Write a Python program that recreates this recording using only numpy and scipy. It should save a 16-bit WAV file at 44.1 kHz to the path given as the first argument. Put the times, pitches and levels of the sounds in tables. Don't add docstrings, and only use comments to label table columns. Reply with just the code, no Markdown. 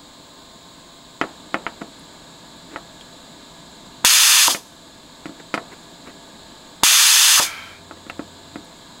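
import sys
import numpy as np
from scipy import signal
from scipy.fft import rfft, irfft, next_fast_len
from scipy.io import wavfile
from scipy.ndimage import map_coordinates

SR = 44100
rng = np.random.default_rng(int(sys.argv[2]) if len(sys.argv) > 2 else 0)


def store_wav(level_fs):
    pcm = np.round(np.clip(np.atleast_2d(level_fs), -1, 1) * 32767)
    wavfile.write(sys.argv[1], SR, pcm.T.astype(np.int16))


N = 396900
TIME = np.arange(N) / SR
RING = np.arange(SR // 4) / SR
SEAT_S = 0.0035

# (valve opens [s], valve shuts [s], jet [dB], closing choke [dB], opening pop [dB],
# shutting pop [dB], hoot [dB], hoot length [s], sputter length [s], nozzle draw [dB])
TRIGGER_PULLS = [(4.0476, 4.4814, 0.5, -6, -4.5, 0, -9.5, 0.026, 0.091, -55),
                 (6.834, 7.3988, 0, -3, 5.5, 1.5, -4, 0.04, 0.046, -23.5)]


def amp(db):
    return 10 ** (np.asarray(db) / 20)


def unit(x):
    return x / np.sqrt(np.mean(x ** 2) + 1e-20)


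def wobble(rate):
    return map_coordinates(rng.standard_normal(int(N * rate / SR) + 4), [TIME * rate])


def colour(x, points, bands=()):
    size = 2 * next_fast_len(len(x) // 2 + 4096)
    hz = np.fft.rfftfreq(size, 1 / SR)
    point_hz, point_db = np.transpose(points)
    curve = np.interp(np.log(hz + 1), np.log(point_hz), point_db)
    bells = sum(db * np.exp(-((hz - centre) / width) ** 2) for centre, width, db in bands)
    cepstrum = irfft(np.log(amp(curve + bells)))[:size // 2]
    cepstrum[1:] *= 2
    return irfft(rfft(x, size) * np.exp(rfft(cepstrum, size)))[:len(x)]


def noise(points, bands=(), size=N):
    return unit(colour(rng.standard_normal(size), points, bands))


def split(x, edge_hz, order=8):
    low = irfft(rfft(x) / (1 + (np.fft.rfftfreq(N, 1 / SR) / edge_hz) ** order), N)
    return low, x - low


def add(track, s, sound):
    part = track[round(s * SR):][:len(sound)]
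    part += sound[:len(part)]


def envelope(start, attack, hold, fall_db_per_s):
    age = TIME - start
    return np.clip(age / attack, 0, 1) * amp(-fall_db_per_s * np.maximum(age - attack - hold, 0))


def until(shut):
    return np.exp(-np.maximum(TIME - shut, 0) / SEAT_S)


def ring(modes, scatter_db, attack):
    hz, db, t60 = np.transpose(modes)[:, :, None]
    db = db + scatter_db * rng.standard_normal(db.shape)
    partials = amp(db - 60 * RING / t60) * np.cos(2 * np.pi * hz * (RING - attack))
    return np.sum(partials, 0) * (1 - np.exp(-(RING / attack) ** 2))


def reflections(x, level_db, t60):
    tail = noise([(600, -24.0), (2000, 0.5), (15000, -5)], size=len(RING))
    tail *= amp(-60 * RING / t60) * (RING > .001)
    echo = amp(level_db) * signal.fftconvolve(x, tail / np.linalg.norm(tail))[:N]
    return unit(x + echo)


def fans_and_leak():
    # (frequency [Hz], level [dB])
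    air_curve = [(25, -13.5), (45, -7.5), (90, -11), (280, 0.0), (450, -15), (1000, -15), (1400, -17),
                 (2000, -25), (2800, -22.5), (3500, -15), (4600, -18.2), (5800, -29), (10500, -34),
                 (15700, -40.5)]
    # (centre [Hz], width [Hz], gain [dB])
    air_bands = [(168, 5.7, 6.5), (245, 72, -1.5), (401.3, 5.4, 9.5), (515, 60, 4), (648, 77, 8),
                 (943, 136, 7), (1112, 51, 4.5), (1222, 12, 5.5), (1520, 8.5, 10), (1668, 130, 6),
                 (2134, 270, 5.5), (3950, 430, 5), (6840, 460, 7), (7686, 890, 11.5), (15559, 80, 11)]
    # (frequency [Hz], level [dB])
    fan_tones = [(172.3, -70), (500.6, -64), (678.3, -60), (899.0, -61), (1195, -63), (1507, -71),
                 (1653, -65.5)]
    # (start [s], end [s], frequency [Hz], level [dB])
    drones = [(0, 1.4, 1058, -59), (0, 1.2, 15590, -71), (1.8, 10, 1686, -64), (7.42, 8.65, 89.5, -53.5)]
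    fans_db, leak_db, fans_early_db, leak_early_db = -45.5, -47, -2, -1
    early = TIME < 1.21
    fans, leak = split(noise(air_curve, air_bands), edge_hz=2400)
    leak = reflections(leak, level_db=-11, t60=.12) * amp(leak_db + leak_early_db * early)
    fans = unit(fans) * amp(fans_db + fans_early_db * early + 0.12 * wobble(4.5))
    tone = lambda hz: np.sqrt(2) * np.sin(2 * np.pi * hz * TIME + .5 * wobble(6))
    hum = amp(fans_early_db * early) * sum(amp(db) * tone(hz) for hz, db in fan_tones)
    for start, end, hz, db in drones:
        fade = np.clip(np.minimum(TIME - start, end - TIME) / 0.016, 0, 1)
        hum += amp(db) * tone(hz) * fade
    return fans + leak + hum


def board_knocks():
    # (time [s], level [dB], thud EQ [dB], snap EQ [dB], click EQ [dB])
    hits = [(1.2137, 1, 1.5, 1.5, -6), (1.239, -12, 2, -6, -2), (1.5434, -0.5, 2, 1.5, -6),
            (1.666, -4.5, -7.5, 2, -8), (1.8176, -17, 16.5, -7, -3), (2.7605, -8.5, -5, -2.5, -3),
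            (4.548, -6, 2.5, 9.5, -4), (5.257, -18, 16, 5.5, 10), (5.2938, -30, 25, -6, 5),
            (5.5414, -2.5, 5, 5, 8.5), (5.5775, -7.5, 2, -3, 0), (7.9111, -16, 6, -7, 0),
            (8.0662, -28.5, 21, 1, 9), (8.0988, -14, -4, 2.5, 3), (8.194, -15.5, 18, -4, -3),
            (8.558, -17.5, 16.5, 0.5, 4)]
    # (frequency [Hz], level [dB], t60 [s])
    board_modes = [(168, -16, 0.13), (211, -9, 0.12), (295.4, -6, 0.11), (325, -5, 0.13), (400, -3, 0.036),
                   (551, -3, 0.068), (682, -5.5, 0.12), (713, -6, 0.064), (880, -11, 0.067),
                   (977, -16, 0.12), (1110, -8, 0.13), (1297, -0.5, 0.072), (1370, 0.5, 0.037),
                   (1420, 0, 0.042), (1770, -10, 0.1), (1940, 1, 0.035), (2127, -5, 0.042),
                   (2180, -14, .04), (2450, -6.5, 0.037), (2550, -15, 0.036), (2980, -5.5, 0.019),
                   (4760, -14, 0.051)]
    # (frequency [Hz], level [dB])
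    rattle_curve = [(60, -17), (200, -2), (700, 8), (2000, -1), (3200, -8.5), (4800, -14.5), (6000, -23),
                    (8000, -19), (15000, -42)]
    # (frequency [Hz], level [dB])
    bench_curve = [(80, -29), (290, 4.5), (700, 6.5), (1500, -5), (3000, -18), (9000, -44)]
    pulse_age = RING / .0001
    push = amp(-6) * pulse_age ** 2 * (3 - pulse_age) * np.exp(-pulse_age)
    swell = 1 - np.exp(-RING / .001)
    track = np.zeros(N)
    for s, db, thud_db, snap_db, click_db in hits:
        rattle = swell * amp(-19 - 60 * RING / 0.079) * noise(rattle_curve, size=len(RING))
        bench = amp(-31 - 60 * RING / 0.33) * noise(bench_curve, size=len(RING))
        board = amp(-21) * ring(board_modes, scatter_db=1.5, attack=.0002)
        contact_eq = [(90, 0), (250, thud_db), (800, 0), (1400, 0), (2300, snap_db), (3200, snap_db),
                      (5000, click_db), (14000, click_db - 0.5)]
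        add(track, s, amp(db) * colour(push + board + rattle + bench, contact_eq))
    return track


def tip_scuffs():
    # (middle [s], half length [s], level [dB])
    rubs = [(1.818, 0.0075, -33.5), (2.718, .02, -44), (2.743, 0.013, -41), (5.405, 0.0095, -36.5),
            (5.73, 0.019, -39), (6.072, 0.0093, -39), (6.094, 0.013, -38.5), (7.973, .005, -43)]
    # (frequency [Hz], level [dB])
    scrape_curve = [(70, -35), (280, 13.5), (700, -0.5), (2100, -1), (3200, -12), (6000, -21), (14000, -32)]
    pressure = sum(amp(db) * np.exp(-((TIME - s) / length) ** 2) for s, length, db in rubs)
    grain = amp(2 * wobble(400))
    return pressure * unit(grain * noise(scrape_curve))


def tip_ticks():
    # (time [s], level [dB], pitch [Hz])
    touches = [(1.994, -45, 10000), (3.0103, -33.5, 3260), (8.0986, -25, 2700), (8.1005, -56, 10800),
               (8.6473, -47, 9500)]
    contact_db, contact_t60, ping_db, ping_t60 = -5.5, 0.028, 0.5, 0.031
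    track = np.zeros(N)
    for s, db, hz in touches:
        contact = noise([(hz / 4, -22), (hz, -6), (hz * 2, -20), (hz * 4, -32)], size=len(RING))
        contact *= amp(contact_db - 60 * RING / contact_t60)
        ping = np.sin(2 * np.pi * hz * RING) * amp(ping_db - 60 * RING / ping_t60)
        add(track, s, amp(db) * (contact + ping))
    return track


def valve_pops():
    # (frequency [Hz], level [dB], t60 [s])
    valve_modes = [(170, -16, 0.019), (320, -7.5, 0.024), (655, -18, 0.0067), (920, -1, 0.02),
                   (1230, -12, 0.02)]
    trigger_lead_s, trigger_db = 0.00417, -19.5
    track = np.zeros(N)
    for opens, shut, _, _, open_db, shut_db, *_ in TRIGGER_PULLS:
        for s, db in (opens - trigger_lead_s, trigger_db), (opens, open_db), (shut, shut_db):
            add(track, s, -amp(db) * ring(valve_modes, scatter_db=2, attack=0.00016))
    return track


def airflow(opens, shut, db, choke_db):
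    open_s, close_s = 0.0015, 0.038
    surge_db, surge_s = 2, 0.11
    surge = surge_db * np.exp(-np.maximum(TIME - opens, 0) / surge_s)
    choke = choke_db * np.clip(2 * (1 + (TIME - shut) / close_s), 0, 1)
    driven = amp(db + surge + choke) * np.clip((TIME - opens) / open_s, 0, 1) * until(shut)
    bleed = amp(-10.5) * envelope(shut, SEAT_S, hold=0.028, fall_db_per_s=350)
    trickle = amp(-38.5) * envelope(shut, SEAT_S, hold=0, fall_db_per_s=63)
    return np.maximum(driven, np.hypot(bleed, trickle))


def exhaust_jet():
    # (frequency [Hz], level [dB])
    jet_curve = [(250, -66), (500, -22.5), (700, -20), (900, -8), (1500, -3.5), (3000, 1), (6500, -0.5),
                 (9000, -4), (12000, -11.5), (15700, -13)]
    # (centre [Hz], width [Hz], gain [dB])
    passage_bands = [(586, 42, -5.5), (670, 43, 5.5), (1240, 84, 2), (1710, 24, 5), (2100, 210, -3.5),
                     (2525, 43, 2), (2720, 41, 1), (2684, 24, 3), (3410, 170, 3.5), (3590, 55, 2.5),
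                     (3910, 66, -5.5), (4180, 19, 2), (4360, 26, 5), (4350, 64, -2), (4990, 190, 3.5),
                     (5530, 160, -4), (5850, 46, 3.5), (6200, 95, 5), (6600, 260, 4.5), (7700, 98, 0.5),
                     (8470, 65, 4), (9030, 120, -1), (10110, 125, 8.5), (10300, 70, -4), (10780, 160, 8.5),
                     (11400, 140, 8.5), (12450, 280, 3.5), (13400, 220, 5), (14600, 110, -1),
                     (15150, 170, -6)]
    flow = sum(airflow(*pull[:4]) for pull in TRIGGER_PULLS)
    hiss = reflections(noise(jet_curve, passage_bands), level_db=-14, t60=.1)
    roar, fizz = split(hiss, edge_hz=3160)
    turbulence = amp(2.0 + 0.34 * wobble(25) + 0.62 * wobble(170))
    return turbulence * (roar * flow ** 1.4 + fizz * flow)


def hoot_and_slurp():
    # (frequency [Hz], level [dB])
    gap_curve = [(400, -30), (800, -16), (1150, -3), (1750, -7), (2200, -29), (6000, -38)]
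    # (frequency [Hz], level [dB])
    slurp_curve = [(100, -24), (280, 3), (450, 0), (650, 3.5), (1100, 7), (1500, -4), (3000, -21),
                   (8000, -45)]
    # (frequency [Hz], level [dB])
    draw_curve = [(400, -12), (900, -5.5), (1500, -2.5), (3000, -10.5), (4500, -8.5), (6000, -18),
                  (12000, -29)]
    # (centre [Hz], width [Hz], gain [dB])
    tip_bands = [(1346, 50, 9.5), (1590, 64, 8), (2320, 240, 13), (2870, 90, -2), (3140, 160, 12.5)]
    spit_s = 0.003
    narrowing, solder, vacuum = np.zeros((3, N))
    for _, shut, *_, hoot_db, hoot_s, sputter_s, draw_db in TRIGGER_PULLS:
        narrowing += amp(hoot_db) * np.clip(1 + (TIME - shut) / hoot_s, 0, 1) * until(shut - SEAT_S)
        spit = amp(-7.5) * envelope(shut - spit_s / 2, spit_s, hold=0, fall_db_per_s=1100)
        dribble = amp(-19.5) * envelope(shut, spit_s, hold=0.02, fall_db_per_s=26 / sputter_s)
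        solder += np.maximum(spit, dribble)
        suction = amp(draw_db) * envelope(shut, attack=0.031, hold=0, fall_db_per_s=56.5)
        vacuum += suction * envelope(shut, SEAT_S, hold=0.36, fall_db_per_s=200)
    hoot = narrowing * noise(gap_curve)
    sputter = solder * amp(0.89 * wobble(160)) * noise(slurp_curve)
    draw = vacuum * amp(0.41 * wobble(60)) * noise(draw_curve, tip_bands)
    return hoot + sputter + draw


def scene():
    gun = exhaust_jet() + hoot_and_slurp() + valve_pops()
    mono = gun + board_knocks() + tip_scuffs() + tip_ticks() + fans_and_leak()
    return np.array([mono, mono])


def limiter(x, ceiling_db, attack, release, slow_release, slow_share):
    pole = np.exp(-1 / (attack * SR))
    power = signal.lfilter([1 - pole], [1, -pole], np.mean(x ** 2, 0))
    excess_db = np.maximum(10 * np.log10(power + 1e-12) - ceiling_db, 1e-6)
    held = lambda life: np.exp(np.maximum.accumulate(np.log(excess_db) + TIME / life) - TIME / life)
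    return x * amp(-(1 - slow_share) * held(release) - slow_share * held(slow_release))


def record(dry):
    clip_level, top_hz = .78, 15900
    x = limiter(dry, ceiling_db=-11.5, attack=0.0032, release=0.042, slow_release=0.34, slow_share=0.4)
    x = x / (1 + (x / clip_level) ** 16) ** (1 / 16)
    edge = np.clip((top_hz - np.fft.rfftfreq(N, 1 / SR)) / 160, 0, 1)
    return irfft(rfft(x) * np.sin(edge * np.pi / 2) ** 2, N)


dry = scene()
out = record(dry)
store_wav(out)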